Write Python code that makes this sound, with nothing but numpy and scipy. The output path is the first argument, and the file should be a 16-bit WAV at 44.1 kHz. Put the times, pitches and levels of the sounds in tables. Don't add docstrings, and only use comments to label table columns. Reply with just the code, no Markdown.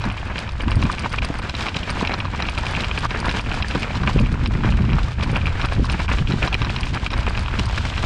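import sys
import numpy as np
from scipy import signal
from scipy.fft import rfft, irfft, next_fast_len
from scipy.io import wavfile
from scipy.ndimage import map_coordinates

SR = 44100
rng = np.random.default_rng(int(sys.argv[2]) if len(sys.argv) > 2 else 0)


def field_ratio(decibels):
    return 10 ** (np.asarray(decibels, dtype=float) / 20)


def unload_wav(signal):
    wavfile.write(
        sys.argv[1],
        SR,
        np.round(np.clip(np.atleast_2d(signal).T, -1, 1) * 32767).astype(np.int16),
    )


N = 355137


def unit(x):
    return x / np.sqrt(np.mean(x ** 2) + 1e-20)


def curves(rows):
    s, *cols = np.transpose(rows)
    return [np.interp(np.arange(N) / SR, s, c) for c in cols]


def wobble(rate):
    return map_coordinates(rng.standard_normal(N // 100), [np.arange(N) * rate / SR])


def coloured(x, spectrum):
    m = next_fast_len(N + 8192)
    hz, db = np.transpose(spectrum)
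    log_hz = np.log(np.fft.rfftfreq(m, 1 / SR) + 1)
    gain = field_ratio(np.interp(log_hz, np.log(hz + 1), db))
    return unit(irfft(rfft(x, m) * gain, m)[:N])


def crackle(per_s, spread_db, life_s, hiss):
    when, size = rng.random(N), rng.exponential(size=N)
    starts = (when < per_s / SR) * field_ratio(spread_db * np.minimum(size, 3))
    t = np.arange(SR // 50) / SR
    bursts = np.abs(signal.fftconvolve(starts, np.exp(-t / life_s))[:N])
    return unit(bursts * rng.standard_normal(N)) + hiss * rng.standard_normal(N)


def ring(modes, attack_s, detune, crack):
    t = np.arange(SR // 16) / SR
    hz, db, t60 = np.transpose(modes)[:, :, None]
    strength, pitch, phase = rng.standard_normal((3, len(modes), 1))
    fade = field_ratio(db + 2 * strength - 60 * t / t60)
    partials = fade * np.sin(2 * np.pi * (hz * (1 + detune * pitch) * t + phase))
    contact_noise = np.convolve(rng.standard_normal(len(t)), np.hanning(32) / 8, "same")
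    attack = (1 - np.exp(-t / attack_s)) ** 2
    return partials.sum(axis=0) * (1 + crack * contact_noise) * attack


def add(track, s, sound):
    part = track[max(round(s * SR), 0):][:len(sound)]
    part += sound[:len(part)]


def swell(peaks, rise_s, fall_s):
    t = np.arange(-SR // 8, SR // 8) / SR
    shape = np.exp(-np.abs(t) / np.where(t < 0, rise_s, fall_s))
    return np.abs(signal.fftconvolve(peaks, shape, "same"))


def held(rows, rise_s, fall_s):
    level = np.zeros(N)
    for s, length_s, db in rows:
        level[round(s * SR):round((s + length_s) * SR)] = field_ratio(db)
    return swell(level, rise_s, fall_s) / ((rise_s + fall_s) * SR)


def at_random(per_s):
    rows = rng.standard_normal((100, 3))
    s = np.cumsum(rng.exponential(size=100)) / per_s
    return np.column_stack([s, rows])[s < N / SR]


# [t/s, buffet level/dB, edge level/dB between gusts]
WIND_LEVELS = [(0.0, -24, -42), (0.22, -30, -45), (0.85, -19, -29.5), (0.94, -32, -36), (1.25, -25, -35),
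               (1.34, -30.5, -38), (3.34, -24.5, -36.5), (3.81, -29.5, -34.5), (4.12, -20, -30),
               (4.75, -20, -24), (5.04, -16.5, -27), (5.09, -24.5, -36), (5.38, -17, -31),
               (5.58, -20.5, -40), (6.25, -21.5, -36), (6.95, -23, -31), (6.99, -29.5, -41),
               (7.17, -20.5, -31.5), (7.76, -22.5, -38), (8.05, -20, -39)]
# [start t/s, length t/s, edge level/dB before the ends are softened]
SHARP_GUSTS = [(0.052, 0.044, -23), (0.657, 0.043, -21.5), (0.757, 0.11, -21), (1.196, 0.036, -21),
               (2.236, 0.042, -21.5), (2.74, 0.041, -26), (3.47, 0.032, -20), (3.741, 0.032, -24),
               (4.018, 0.076, -19), (4.15, 0.12, -19), (4.307, 0.027, -32), (4.373, 0.63, -25.5),
               (5.166, 0.2, -25), (5.426, 0.066, -24), (5.744, 0.093, -19.5), (5.872, 0.084, -26.5),
               (6.073, 0.041, -23.5), (6.186, 0.04, -18.5), (6.272, 0.11, -23), (6.605, 0.027, -18),
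               (6.9, 0.077, -23.5), (7.576, 0.05, -19.5)]
# [f/Hz, relative level/dB]
BUFFET_COLOUR = [(8.8, -39), (15, 2.5), (59, 9.5), (115, 3), (161, -10), (200, -31), (260, -53),
                 (440, -120)]
# [f/Hz, relative level/dB]
EDGE_COLOUR = [(65, -34), (110, 3), (157, 0), (204, 0), (346, -14), (700, -34), (910, -63), (1540, -120)]


def wind():
    buffet_db, edge_db = curves(WIND_LEVELS)
    gusts = held(SHARP_GUSTS, rise_s=0.0091, fall_s=0.012)
    lumps = wobble(24)
    buffet = unit(field_ratio(0.81 * lumps) * coloured(rng.standard_normal(N), BUFFET_COLOUR))
    flutter = field_ratio(2 * lumps + 3 * wobble(45))
    edge = unit(flutter * coloured(rng.standard_normal(N), EDGE_COLOUR))
    buffet_level = np.hypot(field_ratio(buffet_db), field_ratio(-3) * gusts)
    edge_level = np.hypot(field_ratio(edge_db), gusts)
    return buffet_level * buffet + edge_level * edge


# [t/s, stone crunch level/dB, leaf rustle level/dB]
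ROLLING_LEVELS = [(0.0, -32.5, -41.5), (0.47, -31.5, -45), (0.76, -32, -41.5), (1.93, -30.5, -38.5),
                  (2.42, -32, -44), (2.6, -30.5, -38.5), (3.79, -30, -38.5), (4.31, -32.5, -42),
                  (4.75, -34, -43), (5.56, -30.5, -41), (5.72, -29.5, -36), (6.57, -33.5, -38.5),
                  (7.11, -31, -41.5), (8.05, -32, -35.5)]
# [middle t/s, half length t/s, level/dB lost (below zero: gained)]
WHEEL_SKIPS = [(.19, 0.018, 3), (0.325, .04, 4), (0.55, 0.066, 8), (.66, 0.018, 5.5), (0.965, 0.017, 6),
               (1.09, 0.027, 6), (1.218, 0.028, 22), (1.414, 0.016, 14), (1.526, 0.022, 7.5),
               (1.735, 0.072, 3.5), (2.046, 0.026, 18), (3.075, 0.022, 15), (3.425, .04, 6),
               (3.635, 0.013, 9), (4.38, 0.026, 2.5), (4.488, .02, 9), (4.61, 0.028, 1), (4.714, 0.012, -1),
               (5.16, 0.054, 4.5), (5.264, .02, 5), (5.682, 0.063, 8), (5.802, 0.069, 9.5),
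               (5.88, 0.029, 11), (6.076, 0.022, 22), (6.248, 0.033, 6.5), (6.37, 0.018, 3),
               (6.546, .04, 16), (6.922, 0.023, 8), (7.093, 0.018, 16), (7.466, 0.016, 5)]
# [start t/s, length t/s, level/dB before the ends are softened]
TREAD_SCUFFS = [(0.045, 0.046, -27.5), (0.37, 0.071, -31), (0.898, 0.027, -29.5), (1.051, 0.025, -24.5),
                (1.118, 0.032, -27), (1.222, 0.028, -23.5), (1.427, 0.032, -26), (1.584, 0.051, -27),
                (1.644, 0.047, -26), (1.75, 0.048, -33), (1.894, 0.022, -28.5), (1.949, 0.12, -27),
                (2.107, 0.039, -24.5), (2.393, 0.066, -28), (2.577, 0.022, -23), (2.633, 0.094, -30.5),
                (2.746, 0.034, -30.5), (2.794, 0.075, -31), (3.034, 0.034, -24.5), (3.167, 0.032, -26),
                (3.246, 0.038, -24.5), (3.339, 0.051, -25), (3.507, 0.022, -25), (3.559, 0.052, -30.5),
                (3.742, 0.042, -28), (3.815, 0.024, -27.5), (4.064, 0.051, -26), (4.636, 0.057, -27),
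                (4.974, 0.023, -24.5), (5.222, 0.026, -24.5), (5.352, 0.023, -24), (5.595, 0.023, -24.5),
                (5.636, 0.027, -21.5), (5.713, 0.03, -26), (5.897, 0.032, -27.5), (6.084, 0.071, -26.5),
                (6.3, 0.042, -27.5), (6.421, 0.065, -25), (6.522, 0.032, -25.5), (6.588, 0.063, -30.5),
                (6.939, 0.036, -23.5), (7.109, 0.041, -30), (7.277, 0.025, -29), (7.346, 0.058, -31.5),
                (7.685, 0.025, -28.5), (7.968, 0.03, -25), (8.02, 0.037, -29)]


def tread():
    t = np.arange(N) / SR
    skip_db = sum(loss_db * np.clip(1 - np.abs(t - s) / half_s, 0, 1) for s, half_s, loss_db in WHEEL_SKIPS)
    scuff = held(TREAD_SCUFFS, rise_s=0.0068, fall_s=0.0068)
    crunch, rustle = [field_ratio(db - skip_db) for db in curves(ROLLING_LEVELS)]
    leaf_scuff = field_ratio(-12) * scuff
    return np.hypot(crunch, scuff), np.hypot(rustle, leaf_scuff)


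# [f/Hz, relative level/dB]
STONE_COLOUR = [(210, 5), (350, -1), (791, -3), (1110, -3.5), (1600, -0.5), (1940, -5), (2430, -3.5),
                (4000, -27), (5200, -36), (8800, -120)]
# [f/Hz, relative level/dB]
LEAF_COLOUR = [(1760, -14), (3000, -3.5), (3680, -6), (4960, -10.5), (5980, -16), (7720, -20), (9150, -28),
               (11600, -39), (15100, -54), (22000, -120)]


def tyres():
    crunch, rustle = tread()
    load = wobble(28)
    stone_crackle = crackle(per_s=180, spread_db=8.8, life_s=0.0056, hiss=0.92)
    stones = unit(field_ratio(1.07 * load) * coloured(stone_crackle, STONE_COLOUR))
    leaf_crackle = crackle(per_s=350, spread_db=9.3, life_s=0.0033, hiss=1.0)
    leaf_swing = field_ratio(1.03 * load + 1.6 * wobble(16))
    leaves = unit(leaf_swing * coloured(leaf_crackle, LEAF_COLOUR))
    return crunch * stones + rustle * leaves


def air():
    return field_ratio(-55 + 1.2 * wobble(11.0)) * coloured(rng.standard_normal(N), LEAF_COLOUR)


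# [f/Hz, relative level/dB, 60 dB fade t/s]
FRAME_MODES = [
    [(643, -14, 0.014), (747, -4.5, 0.0064), (992, -8.5, 0.03), (1185, -4, 0.019), (1506, -3, 0.0095)],
    [(2418, 7, 0.013), (2754, 6.5, 0.0097), (3207, 0.5, 0.012)],
    [(3940, 10.5, 0.011), (5090, -1, 0.016), (5600, -4.5, 0.018)],
]
# [pings per s, level/dB relative to the crunch]
STONE_PINGS = [(70, -7), (70, -16), (110, -40.5)]


def rattle():
    out = np.zeros(N)
    for modes, (per_s, db) in zip(FRAME_MODES, STONE_PINGS):
        when, size = rng.random((6, N)), rng.exponential(size=N)
        pings = (when < per_s / 6 / SR) * field_ratio(2.5 * np.minimum(size, 3))
        kinds = [ring(modes, attack_s=0.00034, detune=0.099, crack=1.0) for _ in pings]
        pinging = signal.fftconvolve(pings, kinds, axes=1)[:, :N].sum(axis=0)
        out += field_ratio(db) * unit(pinging)
    crunch, _ = tread()
    return crunch * out


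# [t/s, level/dB of the low, of the middle and of the high frame modes]
ROCK_STRIKES = [(0.018, -26, -30, -39), (0.04, -12, -28, -29), (0.1, -26, -23, -40), (0.358, -22, -24, -39),
                (0.381, -26, -21.5, -28), (0.491, -21, -31, -34), (0.607, -28, -24, -44),
                (0.681, -11, -24.5, -39), (0.717, -12, -19, -33), (0.826, -12.5, -22.5, -32),
                (0.865, -13, -26, -45), (0.899, -7, -36, -41), (0.983, -21, -21, -38),
                (1.046, -20, -23, -39), (1.058, -6.5, -34, -41), (1.185, -21, -14.5, -34),
                (1.221, -23, -22, -35), (1.419, -20, -38, -38), (1.496, -13, -24.5, -24.5),
                (1.551, -22, -24.5, -28), (1.608, -20, -24, -25.5), (1.666, -27, -19.5, -33),
                (1.685, -18, -15.5, -30), (1.744, -33, -20, -32), (1.767, -20, -21, -26),
                (1.832, -22, -21.5, -34), (1.895, -15, -28, -30), (2.05, -20, -19, -47),
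                (2.073, -25, -15.5, -25), (2.118, -22, -21, -32), (2.139, -12, -22, -22),
                (2.204, -15.5, -25, -32), (2.253, -12, -35, -32.5), (2.348, -16, -29, -40),
                (2.423, -19, -22.5, -24), (2.487, -13.5, -18, -32), (2.577, -16, -21, -31),
                (2.666, -18, -18.5, -30), (2.75, -19, -17.5, -38), (2.805, -23, -28, -25),
                (2.844, -15, -17.5, -29), (2.976, -20, -16.5, -33), (3.034, -13, -38, -38),
                (3.053, -6, -36, -45), (3.107, -17, -19, -26), (3.256, -15, -27, -36),
                (3.293, -17, -22, -22), (3.347, -15, -27, -44), (3.395, -15, -20, -48),
                (3.515, -25, -18.5, -38), (3.624, -23, -14.5, -25), (3.71, -27, -17.5, -35),
                (3.755, -12, -22, -29), (3.831, -23, -18.5, -32), (3.954, -17.5, -34, -27),
                (4.035, -11, -36, -42), (4.075, -16, -17, -39), (4.191, -17, -21, -41),
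                (4.459, -19, -20.5, -23), (4.636, -13, -28, -40), (4.655, -27, -25, -35),
                (4.723, -19, -25, -40), (4.901, -35, -26.5, -44), (4.932, -22, -24, -30),
                (4.984, -6.5, -32, -49), (5.226, -23, -29, -30), (5.359, -20, -16, -39),
                (5.469, -17.5, -20, -31), (5.615, -30, -24, -27.5), (5.649, -14, -20, -29),
                (5.723, -24, -30, -39), (5.844, -14, -42, -33), (5.898, -28, -21, -27),
                (6.003, -27, -27, -33), (6.091, -9, -28, -43), (6.185, -16, -20.5, -36),
                (6.273, -28, -20.5, -38), (6.321, -22.5, -23, -27.5), (6.428, -26, -14, -35),
                (6.475, -10, -23, -23), (6.528, -24, -18, -36), (6.543, -27, -12, -24),
                (6.618, -11, -19, -27), (6.647, -11, -29, -25.5), (6.695, -22, -21, -45),
                (6.763, -17, -19, -28), (6.832, -24, -16.5, -45), (6.946, -24, -27, -35),
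                (6.959, -18, -30, -37), (7.063, -16, -14.5, -34), (7.104, -23, -23.5, -29),
                (7.133, -31, -30, -25), (7.267, -13.5, -21, -49), (7.375, -19, -20, -31),
                (7.482, -14, -27, -42), (7.589, -16, -22, -26.5), (7.697, -16, -28, -43),
                (7.777, -13, -35, -31), (7.938, -23, -23.5, -37), (7.978, -17, -23, -30)]
# [f/Hz, level/dB above the middle group's, 60 dB fade t/s]
CONTACT_CRACK = [(2560, 2.5, .004), (4200, -8, .003)]


def knocks():
    out = np.zeros(N)
    small_db, spread_db = (-27, -27, -43), 4
    small = [(s, *(small_db + spread_db * np.array(chance))) for s, *chance in at_random(5.2)]
    for s, *groups_db in [*ROCK_STRIKES, *small]:
        delay_s = 0.0026 + 0.0051 * rng.random()
        add(out, s - .0002, field_ratio(groups_db[1]) * ring(CONTACT_CRACK, .0001, 0.087, 0.45))
        for modes, group_db in zip(FRAME_MODES, groups_db):
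            add(out, s - .0003, field_ratio(group_db) * ring(modes, 0.00051, 0.014, 0.21))
            add(out, s + delay_s, field_ratio(group_db - 10.5) * ring(modes, 0.00019, 0.032, 0.81))
            add(out, s + 2.0 * delay_s, field_ratio(group_db - 23.0) * ring(modes, 0.00027, 0.048, 0.85))
    return out


# [t/s, level/dB, to which ticks() adds for the first blow]
METAL_TICKS = [(0.0543, -48), (0.1226, -48), (0.3905, -41), (0.6195, -42), (0.709, -41), (0.7562, -39),
               (0.838, -44), (0.9174, -38), (0.9945, -37.5), (1.129, -44), (1.2488, -35), (1.3414, -46),
               (1.3862, -46), (1.9034, -34.5), (2.4976, -43), (2.5867, -41), (2.6678, -46), (2.7105, -40),
               (2.8474, -44), (2.9894, -39.5), (3.049, -46), (3.2026, -37), (3.258, -41.5), (3.4116, -45),
               (3.5418, -42), (3.6845, -38.5), (3.796, -44), (4.1989, -40.5), (4.3261, -46), (4.4743, -40),
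               (5.238, -43), (5.3163, -47), (5.3674, -42), (5.4615, -44), (5.658, -40.5), (5.7334, -44),
               (5.854, -40), (5.919, -37), (6.4617, -43), (6.8094, -38), (6.9476, -41), (7.1162, -46),
               (7.1786, -44), (7.2963, -42), (7.3936, -41), (7.6565, -36)]
# [f/Hz, relative level/dB, 60 dB fade t/s]
METAL_MODES = [(9060, -11.5, 0.033), (8570, -7, 0.011), (4750, 8.5, 0.007), (6250, -1.5, 0.0032),
               (15200, -21, .015)]


def ticks():
    out = np.zeros(N)
    faint = [(s, -51 + 3 * chance) for s, chance, *_ in at_random(3)]
    for s, db in [*METAL_TICKS, *faint]:
        add(out, s - .0004, field_ratio(db + 9.5) * ring(METAL_MODES, 0.0001, 0.0042, 0.98))
        rebound_s = s + 0.0032 + 0.0029 * rng.random()
        add(out, rebound_s, field_ratio(db) * ring(METAL_MODES, 0.00028, .003, 1.7))
    return out


# [t/s, level/dB before thumps() adds 2 dB, main note f/Hz]
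CASING_THUMPS = [(0.677, -9.5, 150), (0.766, -4, 149), (1.302, -15, 300), (1.44, -16, 191),
                 (1.765, -13.5, 148), (2.026, -8, 226), (3.348, -15.5, 211), (3.753, -9.5, 246),
                 (4.161, -6.5, 229), (4.206, -11.5, 246), (4.395, -19, 194), (4.648, -9, 190),
                 (4.806, -14.5, 222), (5.33, -14, 254), (5.795, -10.5, 290), (6.338, -8.5, 202),
                 (6.614, -14, 171), (7.601, -17, 178)]


def thumps():
    out = np.zeros(N)
    for s, db, hz in CASING_THUMPS:
        modes = [(hz, 0, .04), (1.72 * hz, -3, .03), (2.22 * hz, -7, .025), (0.606 * hz, -3, .04)]
        add(out, s - .002, field_ratio(db + 2.0) * ring(modes, attack_s=0.0017, detune=0.049, crack=0.3))
    return out


def scene():
    return (wind() + tyres() + air() + rattle() + knocks() + ticks() + thumps())[None]


def roll_off(x):
    return signal.sosfilt(signal.butter(12, 15500, fs=SR, output="sos"), x)


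def record(dry):
    knee, squeeze, release_s = 0.2, 0.25, 0.027
    t = np.arange(SR // 8) / SR
    memory = np.exp(-t / release_s)
    power = signal.fftconvolve(dry ** 2, memory[None] / memory.sum(), axes=1)[:, :N]
    ducked = dry * (1 + np.abs(power) / knee ** 2) ** (-squeeze / 2)
    top, hard = .6, 3.5
    squeezed = ducked / (1 + np.abs(ducked / top) ** hard) ** (1 / hard)
    treble_cut = signal.butter(N=4, Wn=12600, fs=SR, output="sos")
    mix = signal.sosfilt(treble_cut, squeezed)
    return roll_off(mix)


dry = scene()
out = record(dry)
unload_wav(out)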